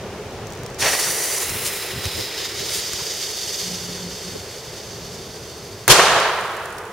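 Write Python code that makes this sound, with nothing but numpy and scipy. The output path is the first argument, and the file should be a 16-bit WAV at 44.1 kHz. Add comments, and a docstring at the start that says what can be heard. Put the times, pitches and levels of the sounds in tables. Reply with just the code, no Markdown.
"""Firecracker in a wood

On a tree stump a fuse sputters, flares and burns as a hissing gas jet while the microphone is carried
a few steps back over dry leaves. The case bursts and overloads the microphone; the bang rolls back
from the trunks, ever duller, and scraps patter down. Far traffic rumbles throughout."""
import sys
import numpy as np
from scipy import signal
from scipy.fft import rfft, irfft, next_fast_len
from scipy.io import wavfile
from scipy.ndimage import uniform_filter1d, map_coordinates

SR = 44100
rng = np.random.default_rng(int(sys.argv[2]) if len(sys.argv) > 2 else 0)


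def persist_wave(psi):
    """Save psi, clipped to +-1, as 16-bit WAV."""
    counts = np.round(np.clip(psi, -1, 1) * 32767).astype(np.int16)
    wavfile.write(sys.argv[1], SR, np.atleast_2d(counts).T)


N = 305172
TIME = np.arange(N) / SR
SIZE = next_fast_len(N, True)
HZ = np.maximum(np.fft.rfftfreq(SIZE, 1 / SR), 1)
BANG_S = 5.879

# spectra of sparks and dry leaves (frequency [Hz], gain [dB])
SPARK_SPECTRUM = [(2000, -25), (5000, -6), (6000, 2), (8000, -2), (11000, -17), (15000, -10)]
LEAF_SPECTRUM = [(500, -20), (2500, -6), (6000, -2.5), (9500, -2), (12000, -8), (15000, -11)]
# left-right likeness of air, jet and wood (frequency [Hz], correlation [-])
AIR_CORR = [(30, 0.88), (130, 0.99), (600, 0.99), (1400, 0.91), (3100, 0.55), (7000, 0.17), (15000, .1)]
JET_CORR = [(300, 0.89), (1400, 0.98), (2700, 0.99), (4400, 0.91), (8000, 0.49), (15000, 0.61)]
WOOD_CORR = [(60, 0.71), (300, 0.98), (640, 0.98), (1400, 0.94), (3100, 0.46), (7000, 0.067),
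             (15000, 0.076)]


def blast(crack_db=0.5):
    """The case bursts: a bright crack, a brief quieter stretch, then the full roar."""
    # roar stages (delay [s], hold [s], level [dB], attack [s], release [s])
    stages = [(0, 0.044, -16.5, .001, 0.017), (0.018, 0.026, -4, .005, 0.0054)]
    # spectra (frequency [Hz], gain [dB])
    roar_spectrum = [(25, -6), (70, -14), (125, 13), (250, -11.5), (370, 11), (600, -8.5), (1400, 0.5),
                     (2200, -2.5), (3100, 1), (6000, -1.5), (10000, -7), (16000, -18)]
    crack_spectrum = [(300, -11), (1000, 3), (1800, 8.5), (3000, -18), (8000, -4), (11000, -4), (15000, -4)]
    quiet_roar, full_roar = [held([(BANG_S + delay_s, hold_s, db)], attack_s, release_s)
                             for delay_s, hold_s, db, attack_s, release_s in stages]
    roar = np.hypot(quiet_roar, full_roar) * noise(at_hz(roar_spectrum), WOOD_CORR)
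    crack = bursts([(BANG_S, crack_db)], decay_s=0.0024) * noise(at_hz(crack_spectrum), WOOD_CORR)
    return roar + crack


def roll(start_db=-13, fade_db_per_s=22, build_s=0.03, lumpy_db=0.5, echo_top_hz=2200, pivot_s=0.2127):
    """Trunks throw the bang back; longer paths through air and leaves lose the treble."""
    # spectrum pivot_s after the bang (frequency [Hz], gain [dB])
    spectrum = [(40, -24), (100, -17), (150, -14), (285, -20.5), (350, -7), (490, -1.5), (800, -3),
                (1100, -1), (1600, -3.5), (2250, -9), (3000, -8.5), (7000, -16), (10500, -25), (15500, -40)]
    # extra fade (frequency [Hz], loss [dB/s])
    loss = [(60, 18), (200, 20), (450, 6.5), (900, 0.5), (1500, 2.5), (2500, 9), (4000, 19), (7000, 47),
            (11000, 63), (16000, 70)]
    # echoes off big trunks (time [s], low-frequency boost [dB])
    trunks = [(5.996, 6), (6.166, 4.5), (6.261, 6), (6.345, 0.5)]
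    # balance (frequency [Hz], left minus right [dB])
    balance = [(200, 0), (800, -0.7), (1800, -3.5), (3200, 0.5), (8000, 1.5)]
    # swell from a belt of trees (time [s], half-width [s], boost [dB])
    belt = (6.21, 0.13, 2.3)
    age_s = np.maximum(TIME - BANG_S, 0)
    scatter = noise(at_hz(spectrum), WOOD_CORR)
    scatter = scatter / band_rms(scatter, 600, 2000)
    echoes_db = sum(db * bell(TIME - s, 0.0066) for s, db in trunks)
    centres_hz = np.geomspace(125, 16000, 8)
    tail = 0
    for hz, weights in zip(centres_hz, np.eye(len(centres_hz))):
        band = shaped(scatter, np.interp(np.log(HZ), np.log(centres_hz), weights))
        boost_db = echoes_db / (1 + (hz / echo_top_hz) ** 2)
        tail = tail + band * from_db(boost_db - at_hz(loss, hz) * (age_s - pivot_s))
    belt_s, belt_width_s, belt_db = belt
    level_db = start_db - fade_db_per_s * age_s + belt_db * bell(TIME - belt_s, belt_width_s)
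    onset = np.clip(age_s / build_s, 0, 1)
    return panned(tail * onset * from_db(level_db + lumpy_db * drift(160)), balance)


def fuse(catch_s=0.7816, rise_s=0.044, roar_db=-29, roar_fade_db_per_s=5.5, flutter_db=1.0,
         hiss_trim_db=-0.63, sizzle_trim_db=-0.37, crackle_db=-10.0):
    """Gas jets from the fuse: hiss, sizzle and a roar that fades as it burns into the case."""
    # jet strength (time [s], hiss [dB], sizzle [dB])
    burn = [(0.82, -21.5, -27), (1.02, -28.5, -27), (1.38, -28.5, -27.5), (1.56, -35, -30),
            (1.75, -33.5, -31.5), (1.95, -35, -39), (2.21, -28, -35), (2.33, -33, -42.5),
            (2.54, -32, -41.5), (2.61, -29.0, -39.0), (3.6, -28.5, -38.0), (3.97, -35.5, -45.5),
            (4.25, -35, -45.5), (4.45, -39.0, -48), (5.0, -38.5, -49.5), (5.85, -43.5, -52)]
    # powder puffs and jet spurts (time [s], hold [s], level [dB])
    puffs = [(.81, 0.072, -20.5), (.92, 0.019, -28.5), (1.02, 0.069, -46)]
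    spurts = [(.99, .09, -28.5), (2.368, 0.02, -28.5), (2.42, 0.048, -33.5), (2.68, 0.1, -33.5)]
    # balance (frequency [Hz], left minus right [dB])
    balance = [(400, -1), (3200, -0.5), (4400, -2), (6300, -3), (8300, 6), (10800, -3.5), (14000, .5)]
    hiss, sizzle = from_db(in_time(burn))
    spurt = held(spurts, attack_s=0.011, release_s=0.026)
    roar = from_db(roar_db - roar_fade_db_per_s * (TIME - catch_s))
    roar = np.hypot(roar, held(puffs, attack_s=0.013, release_s=0.041))
    roar = np.hypot(roar, from_db(-10) * spurt)
    hiss = np.hypot(from_db(hiss_trim_db) * hiss, spurt)
    sizzle = np.hypot(from_db(sizzle_trim_db) * sizzle, from_db(-12.5) * spurt)
    gas = moving_jet()
    low = 1 / (1 + (HZ / 3100) ** 8)
    high = 1 - 1 / (1 + (HZ / 7700) ** 12)
    jet = from_db(crackle_db) * sizzle * grains(300, 5.2, SPARK_SPECTRUM)
    for mask, gain in ((low, roar), (1 - low - high, hiss), (high, sizzle)):
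        band = shaped(gas, mask)
        running_rms = np.sqrt(uniform_filter1d(band.mean(0) ** 2, size=8000))
        jet = jet + gain * band / running_rms
    jet = jet * from_db(flutter_db * drift(26))
    alight = np.clip((TIME - catch_s) / rise_s, 0, 1) * (TIME < BANG_S)
    return panned((jet + swish()) * alight, balance)


def moving_jet():
    """Rushing gas, combed by stump and ground echoes; the colour shifts as the microphone retreats."""
    # retreat (time [s], farness [0-1], pitch factor [-])
    retreat = [(.85, 0.05, 0.98), (1.38, 0, 1.04), (1.5, 0.4, 1.09), (1.8, 0.42, 1.035), (2.3, 0.55, 1.024),
               (2.6, 0.8, 1.04), (3, .95, 1.05), (3.6, 1, 1.017), (5.8, 0.93, 1.016)]
    # spectra at three distances (frequency [Hz], gain [dB])
    near = [(200, -17), (500, -1.5), (750, -3), (1200, -6.5), (2600, -5.5), (3800, -4.5), (6500, 0),
            (8500, -3), (10500, -6.5), (11500, -10), (14000, -9), (16000, -13)]
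    midway = [(200, -13), (600, -11.5), (1200, -5.5), (2400, -1), (3200, -1.5), (5000, -1), (6400, -6),
              (7300, -6.5), (10000, -9.5), (12000, -11.5), (14000, -8.5), (16000, -13.5)]
    far = [(200, -34), (600, -20), (1200, -2.5), (2100, -2), (3200, -1), (4700, 0.5), (6300, -3.5),
           (7300, -2), (10000, -10.5), (12000, -13.5), (14000, -17), (16000, -21)]
    # their peaks and hollows (frequency [Hz], half-width [Hz], gain [dB])
    near_comb = [(1930, 230, 6.5), (2950, 220, 1.5), (4550, 180, 6.5), (5800, 280, 6), (9400, 230, 5),
                 (10400, 300, 5.5)]
    midway_comb = [(1900, 140, 3.5), (3800, 320, 4), (4220, 200, -4), (5040, 260, 3.5), (5700, 220, -7),
                   (10500, 320, 2.5)]
    far_comb = [(1920, 440, 7.5), (2940, 240, 3), (3540, 200, 2.5), (3934, 200, -9.5), (4510, 420, 3.5),
                (5570, 180, 1), (6170, 400, 4.5), (7100, 300, -5), (8540, 250, -8), (9050, 270, 1.5),
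                (12400, 305, 4), (13500, 400, 6)]
    farness, pitch_factor = in_time(retreat)
    jet = 0
    for place, spectrum, comb in ((0, near, near_comb), (.5, midway, midway_comb), (1, far, far_comb)):
        share = np.maximum(1 - 2 * abs(farness - place), 0)
        comb_db = sum(db * bell(HZ - hz, width_hz) for hz, width_hz, db in comb)
        jet = jet + np.sqrt(share) * noise(at_hz(spectrum) + comb_db, JET_CORR)
    position = np.cumsum(pitch_factor) % (N - 1)  # varying speed glides all peaks together
    return np.array([map_coordinates(side, [position], order=3) for side in jet])


def swish(peak_s=1.083, sigma_s=0.027, level_db=-34, low_hz=1230, glide_hz_per_s=18000, width_hz=120):
    """An airy whistle in the jet, lowest in pitch at its loudest."""
    pitch_hz = low_hz + glide_hz_per_s * np.minimum(abs(TIME - peak_s), 2 * sigma_s)
    phase = 2 * np.pi * np.cumsum(pitch_hz) / SR
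    whistle = drift(width_hz) * np.cos(phase) + drift(width_hz) * np.sin(phase)
    return swells([(peak_s, sigma_s, level_db)]) * whistle


def sparks(trim_db=-5.0):
    """The fuse spits before it catches."""
    # sparks (time [s], relative level [dB])
    spits = [(0.4699, -24.5), (0.5038, -29), (0.5232, -24.5), (0.5344, -28), (0.5514, -30), (0.5744, -30),
             (0.5894, -35), (0.634, -25), (0.6629, -22), (0.702, -33), (0.7453, -26)]
    return from_db(trim_db) * bursts(spits, decay_s=0.0014) * noise(at_hz(SPARK_SPECTRUM), JET_CORR)


def debris(start_s=6.1, tick_trim_db=-8.0, patter_db=-39.0, fade_db_per_s=14.5):
    """Scraps of the case hit the leaves: single ticks over a fading patter."""
    # landings (time [s], relative level [dB])
    scraps = [(6.1998, -17), (6.4098, -26), (6.5156, -33), (6.5674, -28), (6.6558, -24.5), (6.7024, -33),
              (6.7246, -31), (6.7825, -25), (6.8527, -34)]
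    ticks = bursts(scraps, decay_s=0.0044) * noise(at_hz(LEAF_SPECTRUM), WOOD_CORR)
    age_s = np.maximum(TIME - start_s, 0)
    patter = from_db(patter_db - fade_db_per_s * age_s) * grains(6000, 2.5, LEAF_SPECTRUM)
    return from_db(tick_trim_db) * ticks + (age_s > 0) * patter


def footsteps(twig_trim_db=2.5):
    """Feet thud, snap twigs, crush leaves and scuff the soil."""
    # footfalls and jolts, leaf crunches, sole scuff (time [s], sigma [s], level [dB])
    footfalls = [(1.1, .02, -35), (1.53, 0.047, -34.5), (1.965, 0.027, -30), (2.068, 0.011, -25),
                 (2.185, 0.03, -32), (2.615, 0.03, -36), (2.78, 0.012, -40), (2.94, 0.007, -36),
                 (3.025, 0.008, -38), (4.72, 0.049, -39)]
    crunches = [(1.668, 0.015, -21), (2.752, 0.041, -27)]
    scuffs = [(3.005, 0.012, -36)]
    # twig snaps (time [s], relative level [dB])
    twigs = [(2.055, -20.5), (2.419, -39), (2.934, -17.5)]
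    # spectra (frequency [Hz], gain [dB])
    thud_spectrum = [(20, -22), (45, -14), (90, 1.5), (125, -2), (200, -8), (300, -20.5), (1000, -55)]
    twig_spectrum = [(300, -2), (2000, 1), (6000, 6), (10000, 0), (15000, -9)]
    scuff_spectrum = [(400, -17), (1000, 2), (1500, 0), (3000, -15), (8000, -25)]
    thud = swells(footfalls) * noise(at_hz(thud_spectrum), AIR_CORR)
    snap = bursts(twigs, decay_s=.0015) * noise(at_hz(twig_spectrum), JET_CORR)
    crunch = swells(crunches) * grains(7000, 3.13, LEAF_SPECTRUM)
    scuff = swells(scuffs) * noise(at_hz(scuff_spectrum), AIR_CORR)
    return thud + from_db(twig_trim_db) * snap + crunch + scuff


def handling():
    """Fingers rub the microphone housing; it flexes and drives the two ports against each other."""
    # rubs (time [s], sigma [s], level [dB])
    rubs = [(2.047, 0.012, -34), (2.195, .011, -28.5), (2.415, .012, -39), (2.625, 0.026, -38),
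            (2.785, 0.012, -35), (2.947, 0.012, -40), (4.36, 0.006, -31)]
    # spectrum (frequency [Hz], gain [dB])
    spectrum = [(100, -39), (250, -19), (320, -2), (430, 1.5), (600, -10), (1000, -32), (4000, -45)]
    # port opposition (frequency [Hz], correlation [-])
    corr = [(300, -0.55), (600, -.7)]
    friction = noise(at_hz(spectrum), corr)
    return swells(rubs) * friction / friction.std()


def lighter(level_db=-43.0, out_s=1, fade_s=0.16):
    """A small flame hisses until the fuse takes over."""
    # flame spectrum (frequency [Hz], gain [dB])
    spectrum = [(300, -15), (750, 1.5), (1400, -7), (3000, -10.5), (6000, -11.5), (12000, -35)]
    lit = np.clip((out_s - TIME) / fade_s, 0, 1)
    return from_db(level_db) * lit * noise(at_hz(spectrum), AIR_CORR)


def traffic(start_db=-34.7, fade_db_per_s=0.69):
    """Far traffic recedes slowly."""
    # spectrum (frequency [Hz], gain [dB])
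    spectrum = [(100, -52), (270, -20), (335, -4.5), (400, 2.5), (520, -4.5), (700, -8.5), (1200, -14),
                (2500, -18.5), (4000, -24.5), (6000, -25), (8000, -28.5), (12000, -36), (15000, -37)]
    return from_db(start_db - fade_db_per_s * TIME) * noise(at_hz(spectrum), AIR_CORR)


def rumble(steady_db=-45.5, lumpy_db=1.0):
    """A low rumble at the microphone swells and drops away."""
    # swells (time [s], hold [s], level [dB])
    rumble_swells = [(-.1, .98, -38), (1.45, 0.24, -41), (3.65, 0.48, -41), (4.23, .17, -41),
                     (4.8, 0.54, -41.5), (5.35, .8, -44.5)]
    # spectrum (frequency [Hz], gain [dB])
    spectrum = [(20, -25), (40, -9.5), (65, -5.5), (90, 0.5), (125, -1), (160, -3.5), (210, -5), (280, -10),
                (500, -21), (2000, -64)]
    envelope = np.hypot(from_db(steady_db), held(rumble_swells, attack_s=0.058, release_s=0.046))
    return envelope * from_db(lumpy_db * drift(10)) * noise(at_hz(spectrum), AIR_CORR)


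def hum(pitch_hz=177.3, wander_hz=2.2, waver_db=4.5):
    """A low, wavering tone comes and goes."""
    # spells of hum (time [s], hold [s], level [dB])
    spells = [(3.57, 0.54, -41), (4.22, 0.062, -35), (4.8, .55, -48)]
    phase = 2 * np.pi * np.cumsum(pitch_hz + wander_hz * drift(14)) / SR
    envelope = held(spells, attack_s=0.12, release_s=0.037) * from_db(waver_db * drift(12))
    return envelope * np.sqrt(2) * np.sin(phase)


def from_db(db):
    """Decibels to gain."""
    return 10 ** (np.asarray(db) / 20)


def in_time(rows):
    """Each column of a curve at every sample."""
    times_s, *columns = np.transpose(rows)
    return [np.interp(TIME, times_s, column) for column in columns]


def at_hz(points, hz=HZ):
    """Interpolate a table over log frequency."""
    points_hz, values = np.transpose(points)
    return np.interp(np.log(hz), np.log(points_hz), values)


def shaped(x, gain):
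    """Filter by a gain per frequency."""
    return irfft(rfft(x, SIZE) * gain, SIZE)[..., :N]


def panned(x, balance):
    """Lean each frequency to one side."""
    return shaped(x, from_db(np.array([[.5], [-.5]]) * at_hz(balance)))


def band_rms(x, low_hz, high_hz):
    """Rms of the stereo mid within a band."""
    return np.std(shaped(x.mean(0), (HZ > low_hz) & (HZ < high_hz))) + 1e-12


def drift(corner_hz):
    """Two-pole low-passed noise, spread 1."""
    grid_s = TIME[::32]
    pole = np.exp(-2 * np.pi * corner_hz * grid_s[1])
    white = rng.standard_normal(2 * len(grid_s))
    slow = signal.lfilter([1], [1, -2 * pole, pole ** 2], white)[len(grid_s):]
    return np.interp(TIME, grid_s, slow / slow.std())


def noise(spectrum_db, correlation):
    """Coloured stereo noise, mid rms 1."""
    corr = np.clip(at_hz(correlation), -.99, .99)
    white = rng.standard_normal((2, 2 * len(HZ))).view(complex)
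    mid, side = irfft(white * from_db(spectrum_db) * np.sqrt([1 + corr, 1 - corr]), SIZE)[:, :N]
    return np.array([mid + side, mid - side]) / mid.std()


def grains(per_s, spread_db, spectrum):
    """Tiny snaps of random time, size and direction, rms 1."""
    born = rng.random(N) < per_s / SR
    sizes = from_db(spread_db * np.minimum(rng.exponential(1, N), 4)) * rng.choice([-1, 1], N)
    sides = 1 + .5 * rng.standard_normal((2, N))
    snaps = shaped(born * sizes * sides, from_db(at_hz(spectrum)))
    return snaps / snaps.std()


def bell(offset, half_width):
    """Gaussian, 1/e at half_width."""
    return np.exp(-np.minimum((offset / half_width) ** 2, 100))


def swells(rows):
    """Envelope of Gaussian events."""
    return sum(from_db(db) * bell(TIME - s, np.sqrt(2) * sigma_s) for s, sigma_s, db in rows)


def bursts(rows, decay_s):
    """Envelope of sudden, decaying events."""
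    return sum(from_db(db) * (TIME >= s) * np.exp(-np.clip((TIME - s) / decay_s, 0, 50))
               for s, db in rows)


def held(rows, attack_s, release_s):
    """Envelope of events that rise, hold and decay; hold counts from the onset."""
    return sum(from_db(db) * np.clip((TIME - s) / attack_s, 0, 1)
               * np.exp(-np.clip((TIME - s - hold_s) / release_s, 0, 50)) for s, hold_s, db in rows)


def scene():
    """Everything that reaches the microphone."""
    background = traffic() + rumble() + hum() + handling()
    return background + lighter() + sparks() + fuse() + footsteps() + blast() + roll() + debris()


def record(dry):
    """The microphone has one narrow notch, flattens the loudest peaks and cuts the top."""
    notch_hz, ceiling, cutoff_hz = 7850, .92, 15750
    notched = signal.lfilter(*signal.iirnotch(notch_hz, Q=45, fs=SR), dry)
    limited = notched / (1 + (notched / ceiling) ** 8) ** (1 / 8)
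    return signal.sosfilt(signal.ellip(10, .2, 80, cutoff_hz, fs=SR, output="sos"), limited)


dry = scene()
out = record(dry)
persist_wave(out)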